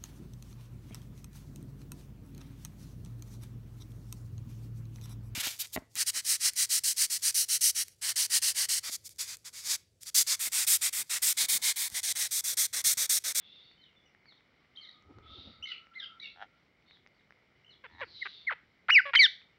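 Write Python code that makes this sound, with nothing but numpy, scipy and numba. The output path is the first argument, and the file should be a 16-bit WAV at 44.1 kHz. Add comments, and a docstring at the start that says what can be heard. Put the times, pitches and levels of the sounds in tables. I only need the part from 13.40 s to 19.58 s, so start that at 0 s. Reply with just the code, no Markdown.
"""A walled concrete roof where parakeets feed. Birds next to the microphone whistle, chuck and trill as stacked
partials; growls ring a throat tube with slow pulses. Calls and screeches from further off are rasped tones and
throbbing whistles in noise, blurred by echoes off the walls. Beaks tick as short rings, wing draughts
thump and rustle as gusty noise, a thin band of noise whines in the distance over the hush of the town."""
import sys
import numpy as np
from scipy import signal
from scipy.fft import rfft, irfft
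from scipy.io import wavfile
from scipy.ndimage import uniform_filter1d
from numba import njit

SR = 44100
rng = np.random.default_rng(int(sys.argv[2]) if len(sys.argv) > 2 else 0)


def materialize(psi):
    """Save the field psi as 16-bit PCM at rate SR to the path in sys.argv[1].

    A 1-D psi becomes a single channel; in a 2-D psi each row is a channel.
    """
    bounded = np.clip(np.atleast_2d(psi).T, -1, 1)
    quanta = np.round(bounded * 32767).astype(np.int16)
    wavfile.write(sys.argv[1], SR, quanta)


N = 272538
TOP_HZ = 15700  # upper limit of voices and recorder


def undb(db):
    """Amplitude factor of a level in dB."""
    return 10 ** (np.asarray(db) / 20)


def unit(x):
    """Scale to rms 1."""
    return x / np.sqrt(np.mean(x ** 2))


def colour(points, hz):
    """Level in dB of a spectrum table at given frequencies, interpolated over log frequency."""
    f, db = np.transpose(points)
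    return np.interp(np.log(hz), np.log(f), db)


def spectrum_noise(db, hz_share=1.0):
    """Noise of length N whose spectrum follows a level in dB and an optional share per frequency."""
    return irfft(rfft(rng.standard_normal(N)) * hz_share * undb(db), N)


def spectrum_hz():
    """Frequencies of the spectrum bins, at least 1 Hz."""
    return np.maximum(np.arange(N // 2 + 1) * SR / N, 1)


def read(rows, fade_s):
    """First sample, a soft-edged gate and the columns of a curve table, sample by sample."""
    s, *columns = np.transpose(rows)
    i = np.arange(int(s[0] * SR), min(int(s[-1] * SR), N))
    gate = np.clip(np.minimum(i - i[0], i[-1] - i) / (fade_s * SR), 0, 1)
    heard = i >= 0
    return max(i[0], 0), gate[heard], [np.interp(i[heard] / SR, s, c) for c in columns]


def walk(rate_hz, size=N):
    """Random levels held 1 / rate_hz seconds and smoothed twice; spread near 1."""
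    k = max(int(SR / rate_hz), 1)
    held = np.repeat(rng.standard_normal(size // k + 1), k)
    return 1.4 * uniform_filter1d(uniform_filter1d(held, k), k)[:size]


@njit
def svf(x, hz, width):
    """State-variable band-pass with a moving centre, gain 1 at the centre."""
    y, b, l = np.empty(len(x)), 0., 0.
    for i in range(len(x)):
        g, k = np.tan(np.pi * hz[i] / SR), width / hz[i]
        v = (b + g * (x[i] - l)) / (1 + g * (g + k))
        b, l, y[i] = 2 * v - b, l + 2 * g * v, k * v
    return y


def band(x, hz, width_hz):
    """One resonance with a fixed or moving centre."""
    return svf(x, np.clip(hz + np.zeros(len(x)), 10, SR / 2.2), 1. * width_hz)


def steep(x, hz, width_hz):
    """A resonance applied twice, at rms 1."""
    return unit(band(band(x, hz, width_hz), hz, width_hz))


def walls(x, t60_s, wet_db, first_s):
    """Direct sound plus a dense decaying cloud of echoes; the walls return little bass."""
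    t = np.arange(int(SR * t60_s)) / SR
    echoes = band(rng.standard_normal(SR)[:len(t)], 3800, 5500)
    cloud = echoes * np.exp(-np.log(1000) * t / t60_s) * (t > first_s)
    cloud = cloud * undb(wet_db) / np.sqrt(np.sum(cloud ** 2))
    return x + signal.fftconvolve(x, cloud)[:N]


def town():
    """Distant hush: shaped noise whose octaves flicker a little on their own."""
    # Town spectrum. Each row: frequency in Hz, relative level in dB.
    town_spectrum = [(15, -63), (25, -37), (48, -5.5), (150, -2), (333, -7), (399, -7), (1080, -15),
                     (1330, -11), (1710, -14.5), (2140, -3), (2690, -21), (2940, -12), (3220, -18.5),
                     (4130, -20.5), (5680, -25.5), (7380, -52), (12500, -120)]
    level_db = -68.5
    hz = spectrum_hz()
    out = 0
    for centre_hz in 31.25 * 2 ** np.arange(10):
        share = np.cos(np.pi / 2 * np.clip(np.log2(hz / centre_hz), -1, 1))
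        out = out + undb(1.0 * walk(20)) * spectrum_noise(colour(town_spectrum, hz), share)
    return unit(out) * undb(level_db)


def whine():
    """A thin band of noise, wavering in level, with a gliding pitch."""
    # Whine glide. Each row: time in seconds, centre in Hz, level in dB.
    glide = [(1.2, 1160, -82.5), (1.36, 1228, -76), (1.9, 1282, -66.5), (2.6, 1354, -69), (2.75, 1337, -62),
             (2.82, 1365, -77.5), (3.2, 1380, -75)]
    out = np.zeros(N)
    a, gate, (hz, db) = read(glide, 0.022)
    size = len(hz)
    tone = steep(rng.standard_normal(N)[:size], hz, 100)
    out[a:a + size] = gate * undb(db + 3 * walk(12)[:size]) * tone
    return out


def draught():
    """Air from beating wings buffets the microphone: gusty thumps with a wandering rustle on top."""
    # Wing beats. Each row: start, strongest point and end in seconds, thump level in dB, rustle level in dB,
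    # rustle centre in Hz.
    wing_beats = [(1.627, 1.686, 1.74, -61, -66.5, 220), (1.68, 1.713, 1.76, -66, -56.5, 315),
                  (1.731, 1.78, 1.84, -55.5, -61, 252), (1.817, 1.903, 1.95, -53, -57, 302),
                  (1.94, 1.991, 2.04, -59, -57, 277), (2.017, 2.08, 2.15, -57.5, -55, 230),
                  (2.14, 2.215, 2.26, -64, -67, 220), (4.445, 4.606, 4.8, -64.5, -66.5, 258)]
    rise_db, fall_db = -13, -12
    feather_ratio, feather_db = 2.4, -10.5  # a fainter upper rustle
    out = np.zeros(N)
    for s, top, end, thump_db, rustle_db, hz in wing_beats:
        a, gate, (db,) = read([(s, rise_db), (top, 0), (end, fall_db)], 0.011)
        size = len(gate)
        air = rng.standard_normal(N)[:size] * undb(3 * walk(25)[:size])
        centre_hz = hz * undb(1.2 * walk(15)[:size])
        thump = steep(air, 85, 48)
        rustle = steep(air, centre_hz, 190)
        rustle = rustle + undb(feather_db) * steep(air, feather_ratio * centre_hz, 250)
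        out[a:a + size] += gate * undb(db) * (undb(thump_db) * thump + undb(rustle_db) * rustle)
    return out


def ticks():
    """Beaks on seed and concrete: each tick is a short ring with a crack of treble; small ones fall at random."""
    # Beak ticks. Each row: time in seconds, ring level in dB, ring pitch in Hz, treble in dB against the ring.
    beak_ticks = [(0.3137, -48, 2140, -21), (0.5526, -53, 2240, -34), (0.7487, -46, 1900, -32),
                  (0.857, -48, 1800, -25), (0.9234, -51.5, 1390, -22), (1.0076, -50, 2090, -27),
                  (1.2481, -52, 2100, -29), (1.6242, -54, 1280, 2), (1.7855, -44, 1280, -9),
                  (2.4694, -46, 2040, -20), (2.802, -56, 2000, -4), (3.5099, -42.5, 2180, -27),
                  (3.5716, -50.5, 1930, -24), (3.6632, -42, 2100, -25), (3.673, -52, 2090, -2),
                  (3.9069, -41.5, 1720, -22), (3.9233, -45, 2100, -24), (4.4992, -50.5, 1790, -21),
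                  (6.0175, -46, 2360, -36)]
    out, t = np.zeros(N + SR), np.arange(int(.012 * SR)) / SR
    small = [(N / SR * a, -64 + 8 * b, 1200 + 1500 * c, -14.) for a, b, c in rng.random((40, 3))]
    for s, db, hz, treble_db in list(beak_ticks) + small:
        a = int(s * SR)
        crack = steep(rng.standard_normal(len(t)), 4500, 4000) * np.exp(-t / .0006)
        ring = np.sin(2 * np.pi * hz * t) * np.exp(-t / .0009)
        out[a:a + len(t)] += undb(db) * (ring + undb(treble_db) * crack)
    return out[:N]


def screeches():
    """An unsteady whistle whose pitch and level throb fast, with turbulent air around it."""
    # Far screeches. Each row: start in seconds, length in seconds, level in dB, first and last pitch in Hz,
    # mean throb rate in Hz, throb depth in dB, broad breath in dB.
    screech_rows = [(-.06, 0.47, -57.5, 3334, 3642, 168.6, 1, -14),
                    (1.82, .39, -54, 3274, 3750, 169.6, 2.5, -4), (2.255, 0.083, -49, 3700, 3880, 64, 5, 5),
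                    (2.806, 0.16, -57.5, 3860, 3550, 56.8, 11.5, -11),
                    (3.453, 0.14, -66.5, 3600, 3860, 150, 3, -18),
                    (4.64, 0.48, -51.5, 4610, 3554, 184, 3.5, -4)]
    # Swell common to all. Each row: share of length, level in dB, upper band in dB, share of the glide done.
    swell = [(0, -19, -16.5, 0), (0.131, -8, -19, .4), (0.271, 0, -29, .6), (.45, 0.5, -28, .8),
             (.6, -2, -9.5, .85), (.8, -9, -0.5, 1), (1, -24, -3.5, 0.99)]
    lower_band_db = -11  # a faint strand under each screech
    out, (share, swell_db, top_db, glide) = np.zeros(N), np.transpose(swell)
    for s, length, level_db, first, last, throb_hz, depth_db, broad_db in screech_rows:
        pitch_hz = first + (last - first) * glide
        rows = np.transpose([s + length * share, level_db + swell_db, pitch_hz, top_db])
        a, gate, (db, hz, upper_db) = read(rows, 0.0081)
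        size = len(hz)
        slow, quick, air = walk(40)[:size], walk(120)[:size], rng.standard_normal(N)[:size]
        throb = np.sin(2 * np.pi * np.cumsum(throb_hz * (1 + 0.097 * slow)) / SR)
        whistle_hz = hz * (1 + .011 * depth_db * throb + .02 * quick)
        whistle = np.sqrt(2) * np.sin(2 * np.pi * np.cumsum(whistle_hz) / SR)
        breath = .5 * steep(air, hz, 810)
        breath = breath + undb(upper_db) * steep(air, 1.21 * hz, 160)
        breath = breath + undb(broad_db) * steep(band(air, hz, 1800), hz, 1300)
        breath = breath + undb(lower_band_db) * steep(air, .8 * hz, 250)
        out[a:a + size] += gate * undb(db) * unit(undb(depth_db * throb) * (whistle + breath))
    return out


def growls():
    """Slow, soft, uneven glottal pulses ring the throat tube."""
    # Creaky growls. Each row: start, loudest point and end in seconds, first and last mean pulse rate in Hz,
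    # level in dB, throat pitch in Hz, lift of the upper resonances in dB.
    growl_rows = [(2.946, 3.025, 3.065, 77.7, 112.1, -46.5, 781, 3.5),
                  (4.49, 4.611, 4.613, 86, 129, -49, 945, 4)]
    # Throat tube resonances. Each row: multiple of throat pitch, width in Hz, level in dB.
    tube = [(1, 240, 0), (1.95, 420, -3), (4.0, 700, -13), (6.5, 1400, -30)]
    mutter_db, surge_s, end_db = -22.5, .04, -28  # a mutter, then a surge
    out = np.zeros(N)
    for s, loudest, end, first, last, level_db, hz, lift_db in growl_rows:
        low_db, surge = level_db + mutter_db, max(loudest - surge_s, s)
        rows = [(s, first, low_db), (surge, first, low_db + 6),
                (loudest, last, level_db), (end, last, level_db + end_db)]
        a, gate, (rate_hz, db) = read(rows, 0.0029)
        size = len(db)
        cycles = np.cumsum(rate_hz * (1 + .09 * walk(80)[:size])) / SR
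        pulses = -np.diff(np.floor(cycles), prepend=0) * undb(2 * walk(71.8)[:size])
        pulses = uniform_filter1d(pulses, size=5)  # the folds close softly
        ring = sum(undb(g_db + lift_db * (m > 1)) * steep(pulses, m * hz, w) for m, w, g_db in tube)
        out[a:a + size] += gate * undb(db) * ring
    return out


def notes(table, flutter_db, jitter, breath_db):
    """Syrinx tones: partials in pulse phase; those above the listed ones follow the throat."""
    # Throat response. Each row: frequency in Hz, relative level in dB.
    throat = [(500, -11), (1500, 16), (2200, 13), (3200, 2.5), (4500, -13.5), (6000, -36.5), (9000, -59.5),
              (11000, -57.5), (13000, -76), (16000, -65)]
    out = np.zeros(N)
    flutter, waver = undb(flutter_db * walk(180)), 1 + jitter * walk(300)
    air = steep(rng.standard_normal(N), 210, 230)
    for rows in table:
        a, gate, (hz, *db) = read(rows, max(.0025, 2 / rows[0][1]))
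        part, top = slice(a, a + len(hz)), len(db)
        turn = 2 * np.pi * np.cumsum(hz * waver[part]) / SR
        for k in range(1, int(TOP_HZ / hz.min())):
            if k <= top:
                level_db = db[k - 1]
            else:
                level_db = db[-1] + colour(throat, k * hz) - colour(throat, top * hz)
            # escaping air smears the upper partials most
            halo = 1 + min(k ** 2 * undb(breath_db), .7) * air[part]
            level = gate * halo * undb(level_db) * (k * hz < TOP_HZ)
            out[part] -= level * np.sqrt(2) * np.cos(k * turn)
    return out * flutter


def call(s, length, first, top, last, share, db1, db2, rasp_db, rasp_hz):
    """Pitch and level arch up to a top and fall away; a rasp chops the level."""
    onset_db, end_db = -4, -2.5  # against the top
    fall_power = 1.25  # 1 = straight fall, more = rounder arch
    thin_db_per_octave = 27  # the 1st partial thins out as the pitch drops below its top
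    beak_hz, beak_db_per_octave = 3750, 28  # the 2nd partial is loudest nearest the beak's resonance
    t = np.linspace(0, length, num=80)
    u = t / length - np.clip(share, .02, .98)
    rise, fall = np.maximum(u / u[0], 0), np.maximum(u / u[-1], 0)
    hz = top + (first - top) * rise ** 2 + (last - top) * fall ** fall_power
    shape_db = onset_db * rise + end_db * fall ** 2 + rasp_db * np.sin(2 * np.pi * rasp_hz * t)
    off_octaves = np.abs(np.log2(2 * hz / beak_hz))
    first_db = db1 + shape_db + thin_db_per_octave * np.log2(hz / top)
    second_db = db2 + shape_db - beak_db_per_octave * (off_octaves - off_octaves.min())
    return np.transpose([s + t, hz, first_db, second_db])


def far_birds():
    """Birds further off: rasped calls, one long arched call from the middle distance, and screeches."""
    # Far calls. Each row: start in seconds, length in seconds, first, top and last pitch in Hz, share of length
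    # to the top, 1st and 2nd partial in dB, rasp depth in dB.
    far_calls = [ (0.376, 0.13, 3050, 3100, 2810, .5, -65.5, -92, 3.5),
                 (0.412, 0.059, 2230, 2120, 1414, .05, -71, -61, -0.5),
                 (0.558, 0.053, 3560, 3550, 3340, 0.31, -69, -110, 1),
                 (0.652, 0.038, 2830, 2966, 2640, 0.38, -72, -75, -2),
                 (0.855, 0.079, 1980, 2314, 1674, 0.16, -68.5, -61.5, 1),
                 (0.963, 0.045, 2050, 1980, 1360, .1, -84, -70.5, -2),
                 (1.351, 0.023, 1485, 1510, 2390, 0.056, -84, -54.5, -3),
                 (1.371, 0.033, 3140, 3150, 2920, 0.42, -47, -76, 1.5),
                 (1.408, 0.068, 2200, 2213, 1510, 0.11, -62.5, -53, -1),
                 (1.447, 0.05, 2210, 2155, 1864, .05, -61, -57, -3),
                 (1.501, 0.063, 2110, 2287, 1600, .15, -82, -63, -6.5),
                 (2.224, 0.034, 2690, 3043, 2940, 0.53, -42.5, -62, 1.5),
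                 (2.255, 0.067, 1996, 2188, 1930, .12, -48, -59, 6),
                 (2.3, 0.057, 1430, 1478, 1080, 0.31, -64, -44, 1.5),
                 (2.797, 0.085, 1600, 1970, 1674, 0.058, -65.5, -50, 4),
                 (2.805, 0.062, 2025, 2292, 2160, 0.32, -50, -59, 4),
                 (2.84, 0.05, 2650, 2825, 2440, 0.11, -52, -92, 8),
                 (3.457, 0.12, 2170, 2180, 1576, 0.34, -76, -68, -4),
                 (3.73, 0.096, 2020, 2320, 1550, .25, -89, -79.5, 8),
                 (4.245, 0.069, 2830, 3040, 2810, 0.49, -64.5, -89, 5.5),
                 (4.304, 0.041, 2010, 2134, 1600, 0.14, -71, -58, -1),
                 (4.455, 0.054, 3450, 3500, 3370, .1, -76, -110, 0),
                 (4.517, 0.051, 2070, 2130, 1870, 0.086, -77, -67.5, 0)]
    # Long arched call. Each row: time in seconds, pitch in Hz, 1st and 2nd partial in dB.
    arched_call = [(2.533, 1130, -89, -70), (2.545, 1736, -68, -63), (2.555, 2047, -53, -59),
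                   (2.572, 2110, -44.5, -77), (2.59, 1993, -43, -47), (2.6, 1884, -56, -44.5),
                   (2.612, 1630, -64, -43), (2.625, 1607, -53, -54.5), (2.642, 1589, -61, -41),
                   (2.662, 1240, -85, -58)]
    rasp_hz = 62
    curves = [call(*row, rasp_hz) for row in far_calls] + [arched_call]
    return notes(curves, flutter_db=3.5, jitter=0.0054, breath_db=-22.0) + screeches()


def chuck(s, length, first, last, *partials_db):
    """A low buzz: quick attack, slow sag, quick release, over a gliding pitch."""
    attack_s, release_s, sag_db, edge_db = .006, 0.0097, -4.5, -11
    times = np.array([0, attack_s, max(length - release_s, attack_s), length])
    shape_db = np.array([edge_db, 0, sag_db, edge_db])
    hz = first + (last - first) * times / length
    return np.transpose([s + times, hz] + [db + shape_db for db in partials_db])


def near_birds():
    """Birds next to the microphone: whistles, buzzing chucks and one trilled note."""
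    # Close whistles, one list each. Each row: time in seconds, pitch in Hz, 1st, 2nd and 3rd partial in dB.
    whistles = [
        [(4.81, 2215, -65, -57, -103), (4.82, 2160, -38.5, -60.5, -100), (4.826, 2045, -31, -48, -92),
         (4.832, 1855, -36.5, -56.5, -100), (4.84, 1870, -67, -60, -100)],
        [(5.066, 2222, -58, -78, -103), (5.074, 2182, -29.5, -58, -101), (5.085, 2015, -27, -55, -105),
         (5.093, 1821, -31.5, -64, -90), (5.101, 1480, -31.5, -56, -84), (5.11, 1057, -37, -33.5, -47.5),
         (5.118, 650, -44.5, -32.5, -46), (5.126, 504, -47, -49.5, -36.5), (5.139, 405, -66, -49, -59.5)],
        [(5.484, 709, -65, -45.5, -29.5), (5.489, 662, -42, -25.5, -40), (5.497, 1042, -28.5, -24.5, -48),
         (5.503, 1540, -18.5, -35, -36.5), (5.507, 2333, -14.5, -41.5, -77), (5.512, 2702, -27, -45, -75.5),
         (5.522, 2943, -22.5, -57.5, -72), (5.532, 2918, -20.5, -51, -71.5), (5.542, 2814, -22.5, -43, -77),
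         (5.56, 2401, -14.5, -30.5, -61), (5.575, 2144, -14, -46, -64.5), (5.586, 1913, -15.5, -46.5, -74),
         (5.594, 1570, -23.5, -46, -60), (5.604, 1456, -23.5, -53, -89.5), (5.611, 1490, -58, -68, -93.5)],
        [(5.748, 925, -39.5, -24, -28), (5.752, 1077, -32.5, -17, -34), (5.756, 1646, -20, -29, -28.5),
         (5.76, 2124, -14.5, -26, -74.5), (5.765, 2316, -21, -50.5, -92)],
        [(5.789, 2453, -16.5, -46.5, -88), (5.793, 2297, -16, -25.5, -74.5), (5.805, 2305, -14, -20, -82.5),
         (5.815, 2110, -20, -20.5, -53), (5.824, 2007, -19, -26.5, -45), (5.835, 1924, -21, -21, -40.5),
         (5.85, 1772, -26, -16.5, -38), (5.858, 1646, -30, -22, -43), (5.865, 1477, -33.5, -27.5, -43),
         (5.872, 1404, -60, -72, -66)],
    ]
    # Close chucks. Each row: start in seconds, length in seconds, first and last pitch in Hz, 1st, 2nd and
    # 3rd partial in dB.
    chuck_rows = [(4.437, 0.033, 566, 415, -57.5, -53.5, -50.5),
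                  (4.61, 0.036, 608.5, 422.4, -41.5, -43.5, -39.5),
                  (4.85, 0.027, 438.6, 354, -58, -55.5, -44.5), (5.652, .06, 580, 548, -45.5, -42, -43),
                  (5.733, 0.017, 471, 473, -78.5, -36.5, -26)]
    # Close trill. One row: start in seconds, length in seconds, first, top and last pitch in Hz, share of length
    # to the top, 1st and 2nd partial in dB, trill depth in dB, trill rate in Hz.
    trill = (5.761, 0.0265, 3176, 3166, 2922.5, 0.23, -20, -52, 1.5, 140.5)
    curves = whistles + [chuck(*row) for row in chuck_rows] + [call(*trill)]
    near = notes(curves, flutter_db=.6, jitter=.005, breath_db=-27)
    # small birds radiate no bass
    return signal.sosfilt(signal.butter(4, 330, "high", fs=SR, output="sos"), near)


def scene():
    """Set each source between its walls, dull the far ones and mix."""
    # Walls near the microphone, walls far off, and concrete right under the growling bird. 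Each row: 60 dB decay
    # in seconds, echo level in dB, first echo in seconds.
    near_walls = (0.34, -20.5, 0.0007)
    far_walls = (.28, -9, .012)
    growl_walls = (.045, -7, .0017)
    dull_hz = 6000  # little above this but close calls and a trace of the pecks
    near = walls(near_birds(), *near_walls)
    pecks = walls(ticks(), *near_walls)
    dull = walls(far_birds(), *far_walls) + walls(growls(), *growl_walls) + pecks
    dull = signal.sosfilt(signal.butter(8, dull_hz, fs=SR, output="sos"), dull)
    return (near + undb(-20.5) * pecks + dull + draught() + whine() + town())[None]


def record(dry):
    """The recorder adds its faint hiss and cuts the top."""
    # Recorder self-noise. Each row: frequency in Hz, relative level in dB.
    hiss_spectrum = [(5000, -24), (7000, -1), (9000, -9.5), (13000, -12), (15300, -5.5)]
    hiss_db = -93
    hiss = unit(spectrum_noise(colour(hiss_spectrum, spectrum_hz()))) * undb(hiss_db)
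    return signal.sosfilt(signal.ellip(8, .2, 70, TOP_HZ, fs=SR, output="sos"), dry + hiss)


dry = scene()
out = record(dry)
materialize(out)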